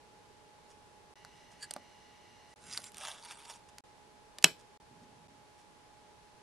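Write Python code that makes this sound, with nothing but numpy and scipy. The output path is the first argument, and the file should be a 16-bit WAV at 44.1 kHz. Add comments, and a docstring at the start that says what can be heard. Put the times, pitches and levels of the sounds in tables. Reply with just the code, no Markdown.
"""A quiet room, close to a small camera: a card packet is opened and a plastic sticker sheet slides out.
Stick-slip friction excites the resonances of card and film; small buckles crack and ring as ticks.
The taut sheet slips off a tweezer tip: its modes ring with a burst of cracks, and the room answers.
Sine whine, filtered-noise whirr and hum, and room noise lie beneath; five brief gaps are nearly silent."""
import sys
import numpy as np
from scipy import signal
from scipy.fft import rfft, irfft
from scipy.io import wavfile
from scipy.ndimage import uniform_filter1d

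SR = 44100
rng = np.random.default_rng(int(sys.argv[2]) if len(sys.argv) > 2 else 0)


def wav_out(sig):
    """Save sig, one row per channel (or a flat mono array), as 16-bit PCM at SR to the path in sys.argv[1]."""
    wavfile.write(sys.argv[1], SR, np.round(np.clip(np.atleast_2d(sig).T, -1, 1) * 32767).astype(np.int16))


N = 283122
TIME = np.arange(N) / SR

# resonances of the film sliding over card: centre_hz, width_hz, gain_db
SLIDE_MODES = [(590, 160, 5), (870, 340, 10), (1270, 140, 9.4), (1620, 130, 7.3), (2320, 83, 2),
               (2700, 150, 4.5), (3470, 580, 6.2), (4700, 170, 6), (5420, 570, 3.9), (7400, 1400, 1),
               (7900, 560, 1.4), (9300, 930, 0.94)]


def from_db(db):
    """Amplitude gain is ten to the power of decibels over twenty."""
    return 10 ** (np.asarray(db) / 20)


def rms_one(x):
    """Division by the root mean square gives unit power."""
    return x / np.sqrt(np.mean(x ** 2) + 1e-20)


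def at_hz(points, hz, axis=1):
    """Spectral interpolation: one table column is read on a log-frequency axis."""
    table = np.array(points)
    return np.interp(np.log(hz + 1e-9), np.log(table[:, 0]), table[:, axis])


def band(x, low_hz, high_hz, order=2):
    """A causal Butterworth band-pass, maximally flat between its edges."""
    edges_hz = [low_hz, min(high_hz, SR * .45)]
    sections = signal.butter(order, edges_hz, "band", fs=SR, output="sos")
    return signal.sosfilt(sections, x + 1e-18)


def clicks(rows):
    """Impulsive excitation: one single-sample impulse for each row of start_s, level_db."""
    out = np.zeros(N)
    for start_s, level_db in rows:
        out[round(start_s * SR)] += from_db(level_db)
    return out


def drift(per_s):
    """A slow random wander: straight lines join normal draws of unit spread."""
    steps = rng.standard_normal(4000)
    return np.interp(TIME * per_s, np.arange(len(steps)), steps)


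def swell(start_s, attack_s, hold_s, release_s):
    """A hand movement: strength rises to start_s, holds, then falls; slopes are in seconds per 20 dB."""
    early = np.maximum(start_s - TIME, 0) / attack_s
    late = np.maximum(TIME - start_s - hold_s, 0) / release_s
    return from_db(-20 * np.minimum(early + late, 10))


def ring(x, hz, t60_s):
    """Damped oscillation: a unit impulse starts a decaying sine of initial height 1."""
    radius = 1000 ** (-1 / (t60_s * SR))
    angle = 2 * np.pi * hz / SR
    poles = [1, -2 * radius * np.cos(angle), radius * radius]
    return signal.lfilter([0, np.sin(angle)], poles, x + 1e-18)


def strike(x, modes):
    """Modal superposition: all modes of a body ring together, neighbours in opposite senses."""
    out = 0
    for k, (hz, gain_db, t60_s) in enumerate(modes):
        out = out + (-1) ** k * from_db(gain_db) * ring(x, hz, t60_s)
    return out


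def resonate(x, modes):
    """Forced resonance: parallel two-pole filters of unit peak, each scaled by its own gain."""
    out = 0
    for k, (hz, width_hz, gain_db) in enumerate(modes):
        radius = np.exp(-np.pi * width_hz / SR)
        poles = [1, -2 * radius * np.cos(2 * np.pi * hz / SR), radius * radius]
        unit_peak = (1 - radius * radius) / 2
        out = out + (-1) ** k * from_db(gain_db) * unit_peak * signal.lfilter([1, 0, -1], poles, x)
    return out


def air():
    """Diffuse-field noise, partly alike at both microphones, with the rumble of shifting hands."""
    # noise spectrum: hz, shape_db
    floor_shape = [(20, -10.5), (60, -0.5), (130, -1.5), (340, -3), (440, 0), (520, -5), (760, -4.5),
                   (900, 0), (1150, -8), (2000, -11), (5000, -15.5), (10500, -22), (12000, -28),
                   (12900, -53.5)]
    # left-right likeness of the noise: hz, correlation
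    likeness = [(50, 0.37), (130, 0.18), (300, 0.15), (700, 0.22), (1500, 0.083), (4000, 0.11),
                (12000, 0.057)]
    # hands shifting near the camera: start_s, hold_s, level_db
    handling = [(1.25, 1.0, -76.5), (2.63, 0.3, -70), (4.89, .32, -64)]
    hz = np.arange(N // 2 + 1) * SR / N
    alike = np.clip(at_hz(likeness, hz), 0, 1)
    mid, side = rfft(rng.standard_normal((2, N))) * from_db(at_hz(floor_shape, hz))
    spectra = np.sqrt(1 + alike) * mid + np.sqrt(1 - alike) * side * [[1], [-1]]
    hiss = from_db(-61.0) * rms_one(irfft(spectra, N))
    moving = 0
    for start_s, hold_s, level_db in handling:
        moving = moving + from_db(level_db) * swell(start_s, .13, hold_s, 0.501)
    lumps = from_db(3.0 * drift(25))  # uneven rumble
    return hiss + moving * rms_one(lumps * band(rng.standard_normal(N), 105, 260))


def whine():
    """Additive synthesis: steady sines of random phase form the camera whine."""
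    # camera whine: line_hz, level_db (rms)
    lines = [(120, -84.5), (420, -80), (603.5, -78.5), (840.5, -66), (1681, -86), (4237, -89.5),
             (10088, -96)]
    out = 0
    for line_hz, level_db in lines:
        sine = np.sin(2 * np.pi * (line_hz * TIME + rng.random()))
        out = out + np.sqrt(2) * from_db(level_db) * sine
    return out


def whirr():
    """Resonant filtering: white noise through narrow resonances gives a faint motor whirr."""
    # motor whirr resonances: centre_hz, width_hz, gain_db
    motor_modes = [(1965, 89, 0), (2270, 40, -4), (2850, 114, -1.5), (3900, 78, -7), (4230, 110, -7.5),
                   (5200, 85, -7.5), (5940, 110, -6)]
    # time during which the whirr sounds: start_s, end_s
    start_s, end_s = (1.15, 2.55)
    running = (TIME > start_s) & (TIME < end_s)
    return from_db(-66.5) * running * rms_one(resonate(rng.standard_normal(N), motor_modes))


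def flutter():
    """Amplitude modulation: a narrow band of noise throbs 30 times a second."""
    # stretches of fluttering hum: start_s, end_s, level_db
    stretches = [(0, 1.141, -71), (3.837, 4.778, -77)]
    level = sum(from_db(db) * ((TIME >= start_s) & (TIME < end_s)) for start_s, end_s, db in stretches)
    throb = (1 + np.sin(2 * np.pi * 30 * TIME)) ** 2
    return level * rms_one(throb * band(rng.standard_normal(N), 410, 475))


def background():
    """Linear superposition of room noise, whine, whirr and fluttering hum."""
    return air() + whine() + whirr() + flutter()


def room(x):
    """Reverberation: diffuse reflections decay exponentially in each octave, the bass lasting longest."""
    # the room's answer: hz, level_db, t60_s
    room_decay = [(120, -5.5, .28), (350, -5, 0.22), (902.4, -8.5, 0.07), (2798, -18, .23),
                  (6123, -22.5, .2), (12170, -25, 0.21)]
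    t = TIME[:SR // 2]
    response = 0
    edges_hz = 70 * 2. ** np.arange(9)
    for low_hz, high_hz in zip(edges_hz, edges_hz[1:]):
        hz = np.sqrt(low_hz * high_hz)
        mid, side = band(rng.standard_normal((2, len(t))), low_hz, high_hz)
        side = side * min(0.32 + hz / 12000, 1)  # short waves differ more between the microphones
        decay = 1000 ** (-t / at_hz(room_decay, hz, axis=2))
        decay = decay * (t > .004)  # no reflection before 4 ms
        gain = from_db(at_hz(room_decay, hz)) / np.linalg.norm(decay)
        response = response + gain * decay * np.array([mid + side, mid - side])
    return signal.fftconvolve(x[None], response, axes=1)[:, :N]


def place(x, axis, lag_s):
    """Stereo localisation: two microphones hear a source with different colour and a tiny lag."""
    # how much louder the right microphone is: hz, noise_db, handwork_db, snap_db
    right_excess = [(98.5, 2.5, -0.5, 6.5), (639.6, 4, 2, 2.5), (1300, 1, 2, -0.5), (3477, .2, -1, -0.8),
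                    (7490, -0.5, 5, 0), (12394, 1, 4, 2.5)]
    hz = np.arange(N // 2 + 1) * SR / N
    # each side takes half of the level difference and half of the lag
    tilt = from_db(at_hz(right_excess, hz, axis=axis) / 2) * np.exp(1j * np.pi * hz * lag_s)
    return irfft(rfft(x) * np.array([1 / tilt, tilt]), N)


def slips(per_s, spread_db, smooth):
    """Stick-slip friction: random tiny slips of uneven size over a smooth hiss."""
    sizes = from_db(spread_db * np.minimum(rng.exponential(1, N), 4))
    signed = sizes * rng.choice([-1, 1], N)
    happens = rng.random(N) < per_s / SR
    return rms_one(signed * happens) + smooth * rng.standard_normal(N)


def brushes():
    """Light friction: Gaussian swells of slips on film, for brushes of fingers and tweezers."""
    # light brushes: centre_s, length_s, level_db
    brush_rows = [(0.711, 0.028, -62), (1.404, .08, -71), (1.526, 0.024, -64), (2.508, 0.038, -67.5),
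                  (3.316, 0.014, -50), (3.505, 0.014, -48), (3.555, .02, -57.5), (3.694, 0.01, -60),
                  (4.602, 0.022, -64.5), (5.036, .02, -69.5), (5.598, 0.028, -65.5)]
    strength = 0
    for centre_s, length_s, level_db in brush_rows:
        strength = strength + from_db(level_db) * np.exp(-2 * ((TIME - centre_s) / length_s) ** 2)
    friction = slips(per_s=1500, spread_db=7.0, smooth=1.0)
    bright = from_db(4.0) * band(friction, 5000, 7900)
    return strength * rms_one(resonate(friction, SLIDE_MODES) + bright)


def rub(grip, modes, friction, broad_db, low_hz):
    """Friction-driven resonance: pressure feeds the low resonances, speed the hiss above them."""
    # strokes on flap and sheet: grip, start_s (full strength), attack_s (per 20 dB), hold_s,
    # release_s (per 20 dB), body_db, hiss_db
    strokes = [("flap", 1.630, 0.03, 0.013, 0.02, -50, -46), ("pull", 2.74, .125, 0.038, 0.02, -53.5, -47),
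               ("pull", 2.835, .11, 0.043, 0.035, -60, -53.5),
               ("slide", 3.012, 0.064, 0.077, .15, -48.5, -47),
               ("settle", 3.25, 0.067, 0.0045, 0.06, -56.5, -57.5),
               ("settle", 3.312, 0.064, 0.0062, 0.031, -51.5, -52),
               ("settle", 3.39, 0.19, 0.071, .06, -62.5, -64), ("settle", 3.5, 0.048, .01, .09, -57.5, -54),
               ("settle", 3.4, 0.087, .09, .05, -76, -69)]
    body, hiss = 0, 0
    for name, start_s, attack_s, hold_s, release_s, body_db, hiss_db in strokes:
        if name == grip:
            stroke = swell(start_s, attack_s, hold_s, release_s)
            body = body + from_db(body_db) * stroke
            hiss = hiss + from_db(hiss_db) * stroke
    # as the contact point travels, each resonance is fed now more, now less
    sound = 0
    for k, mode in enumerate(modes):
        fed = friction * from_db(3.5 * drift(60))
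        sound = sound + (-1) ** k * resonate(fed, [mode])
    # the many weak modes between them swell and fade in patches too
    edges_hz = np.geomspace(low_hz, 11200, 15)
    patches = 0
    for k, (low, high) in enumerate(zip(edges_hz, edges_hz[1:])):
        fed = friction * from_db(3 * drift(80))
        patches = patches + (-1) ** k * band(fed, low, high, order=1)
    sound = sound + from_db(broad_db) * patches
    lower = rms_one(band(sound, low_hz, 3000, order=3))
    upper = rms_one(band(sound, 3000, 11000, order=4))
    return body * lower + hiss * upper


def packet():
    """Friction and impact: the flap scrapes open, knocks sound, the sheet is pulled, slid and laid down."""
    # resonances of card and film in each grip: centre_hz, width_hz, gain_db
    flap_modes, pull_modes = [(1660, 52, -2.5), (2550, 240, -27), (4600, 110, 9), (7050, 190, 3),
                              (7800, 250, 1), (8850, 170, 7), (9860, 410, -6), (11100, 230, -5)], [(1470, 140, 8), (2260, 77, -6), (2670, 34, 1),
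                                                  (3800, 140, -8), (5000, 330, 5.5), (6850, 120, -8),
                                                  (7400, 180, 6), (9750, 140, -8)]
    settle_modes = [(924, 58, 16), (1270, 340, 2), (1610, 170, -2), (2280, 120, -1), (2730, 180, -5),
                    (3400, 190, -0.5), (4560, 390, 7), (5680, 270, 4), (8100, 190, -12), (10000, 110, -18)]
    # soft knocks of fingers on card and film: start_s, level_db
    knocks = [(1.2482, -48), (1.7100, -38), (1.7625, -26.5), (2.7900, -38.5), (4.3865, -41)]
    # low modes woken by the knocks: hz, gain_db, t60_s
    packet_modes = [(210, -17.5, 0.047), (364.9, -17, 0.017), (570, -11.5, 0.042), (776, -5.5, 0.013),
                    (1180, -20, 0.066), (1780, -23, 0.024)]
    friction = slips(per_s=1500, spread_db=4, smooth=.55)
    flap = rub("flap", flap_modes, friction, broad_db=-17.5, low_hz=1200)
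    pull = rub("pull", pull_modes, friction, broad_db=-1, low_hz=784)
    slide = rub("slide", SLIDE_MODES, friction, broad_db=-3.0, low_hz=538)
    settle = rub("settle", settle_modes, friction, broad_db=-0.5, low_hz=715)
    return flap + pull + slide + settle + strike(clicks(knocks), packet_modes)


def crack(x, t60_s, low_hz, high_hz):
    """Fracture noise: each impulse releases random-signed samples that decay within milliseconds."""
    envelope = signal.lfilter([1], [1, -1000 ** (-1 / (t60_s * SR))], x + 1e-18)
    return band(envelope * rng.choice([-1, 1], N), low_hz, high_hz)


def ticks():
    """Buckling: a flipped patch cracks and rings, the sheet flexes lower; low patches ring longer."""
    # ticks of card and film: start_s, crack_db, ring_hz, ring_db, flex_db
    tick_rows = [(1.249, -42, 4600, -48, -41), (1.6275, -40, 8800, -39, -57), (1.643, -42, 8700, -42, -53),
                 (1.7095, -28, 8600, -32, -50), (1.7123, -36, 4620, -36, -37),
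                 (1.7378, -36.5, 8700, -29, -52), (1.7636, -37.5, 4700, -41.5, -39),
                 (2.7753, -26.5, 4610, -25, -47), (2.8411, -33, 8400, -43, -46),
                 (2.919, -44, 8400, -48, -52), (2.9449, -39.5, 7300, -50, -59), (2.97, -42, 8340, -40, -48),
                 (2.9824, -40, 8700, -33, -53), (3.0508, -42, 4800, -45, -40),
                 (3.7836, -36.5, 4500, -46, -54), (4.3853, -31, 4740, -39, -51),
                 (4.4257, -32, 4560, -44, -52)]
    ring_cycles = 58  # cycles in a 60 dB decay, the same for every patch
    flex_ratio, flex_t60_s = .32, .0074  # flexing pitch as a share of the patch pitch
    out = 0
    for start_s, crack_db, ring_hz, ring_db, flex_db in tick_rows:
        low_hz, high_hz = .28 * ring_hz, min(1.9 * ring_hz, 10300)
        out = out + crack(clicks([(start_s, crack_db)]), 0.011, low_hz, high_hz)
        out = out + ring(clicks([(start_s, ring_db)]), ring_hz, ring_cycles / ring_hz)
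        out = out + ring(clicks([(start_s, flex_db)]), flex_ratio * ring_hz, flex_t60_s)
    return out


def snap():
    """Release of elastic energy: the freed sheet rings and cracks; returns direct and scattered sound."""
    # the sheet slips off the tweezer tip, springs back and flaps: start_s, push_db, crack_db
    release_rows = [(4.44, -27, -25.5), (4.441, -12, -19.5), (4.443, 4, -7.5), (4.446, -13, -27.5),
                    (4.4478, -18, -36)]
    # modes of the taut sheet: hz, gain_db, t60_s
    sheet_modes = [(175, -32.5, 0.09), (266.7, -30, 0.036), (455, -39.5, 0.039), (630, -34, 0.022),
                   (780, -32, 0.046), (880, -37, 0.016), (980, -25.5, 0.0064), (1140, -32, 0.054),
                   (1800, -16.5, 0.012), (2230, -19.5, .021), (2614, -10, 0.017), (2960, -20.5, 0.031),
                   (3290, -14.5, .016), (3820, -21, 0.029), (4120, -17.5, .018), (4840, -20.5, .024),
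                   (5580, -12.5, .01), (6740, -14, .009), (7870, -9.5, 0.0069), (9500, -12.5, 0.0055)]
    pushes = clicks([(start_s, push_db) for start_s, push_db, _ in release_rows])
    cracks = clicks([(start_s, crack_db) for start_s, _, crack_db in release_rows])
    direct = strike(pushes, sheet_modes) + crack(cracks, t60_s=0.008, low_hz=2524, high_hz=12500)
    # a small sheet radiates little bass
    direct = signal.sosfilt(signal.butter(3, 115, "high", fs=SR, output="sos"), direct)
    # one band-limited echo from a nearby surface, 14.5 ms late
    echo = np.interp(TIME - .0145, TIME, band(direct, 2200, 9000))
    # summed over all directions, the gaps between the modes fill in
    scattered = from_db(-7) * direct + from_db(13.0) * band(pushes, 1500, 8000, order=1)
    return direct + from_db(-24) * echo, scattered


def scene():
    """Superposition of direct and reverberant fields: handwork slightly right, snap almost central."""
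    noise = place(background(), axis=1, lag_s=0)
    handwork = packet() + brushes() + ticks()
    quiet = place(handwork + from_db(-3.0) * room(handwork), axis=2, lag_s=.000008)
    direct, scattered = snap()
    loud = place(direct + room(scattered), axis=3, lag_s=.00001)
    return noise + quiet + loud


def record(dry):
    """Gating, clipping and low-pass filtering: gaps drop by 40 dB, peaks stop at full scale, the top is cut."""
    # nearly silent gaps: start_s, end_s
    gaps = [(1.1395, 1.156), (2.540, 2.560), (3.808, 3.838), (4.775, 4.800), (5.275, 5.281)]
    live = np.ones(N)
    for start_s, end_s in gaps:
        live[(TIME > start_s) & (TIME < end_s)] = .01
    gate = uniform_filter1d(live, size=64)  # softens the gap edges
    sound = np.clip(dry * gate, -1, 1)
    # the stopband, 60 dB down, begins at 14200 Hz
    return signal.sosfilt(signal.cheby2(16, 60, 14200, fs=SR, output="sos"), sound)


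dry = scene()
out = record(dry)
wav_out(out)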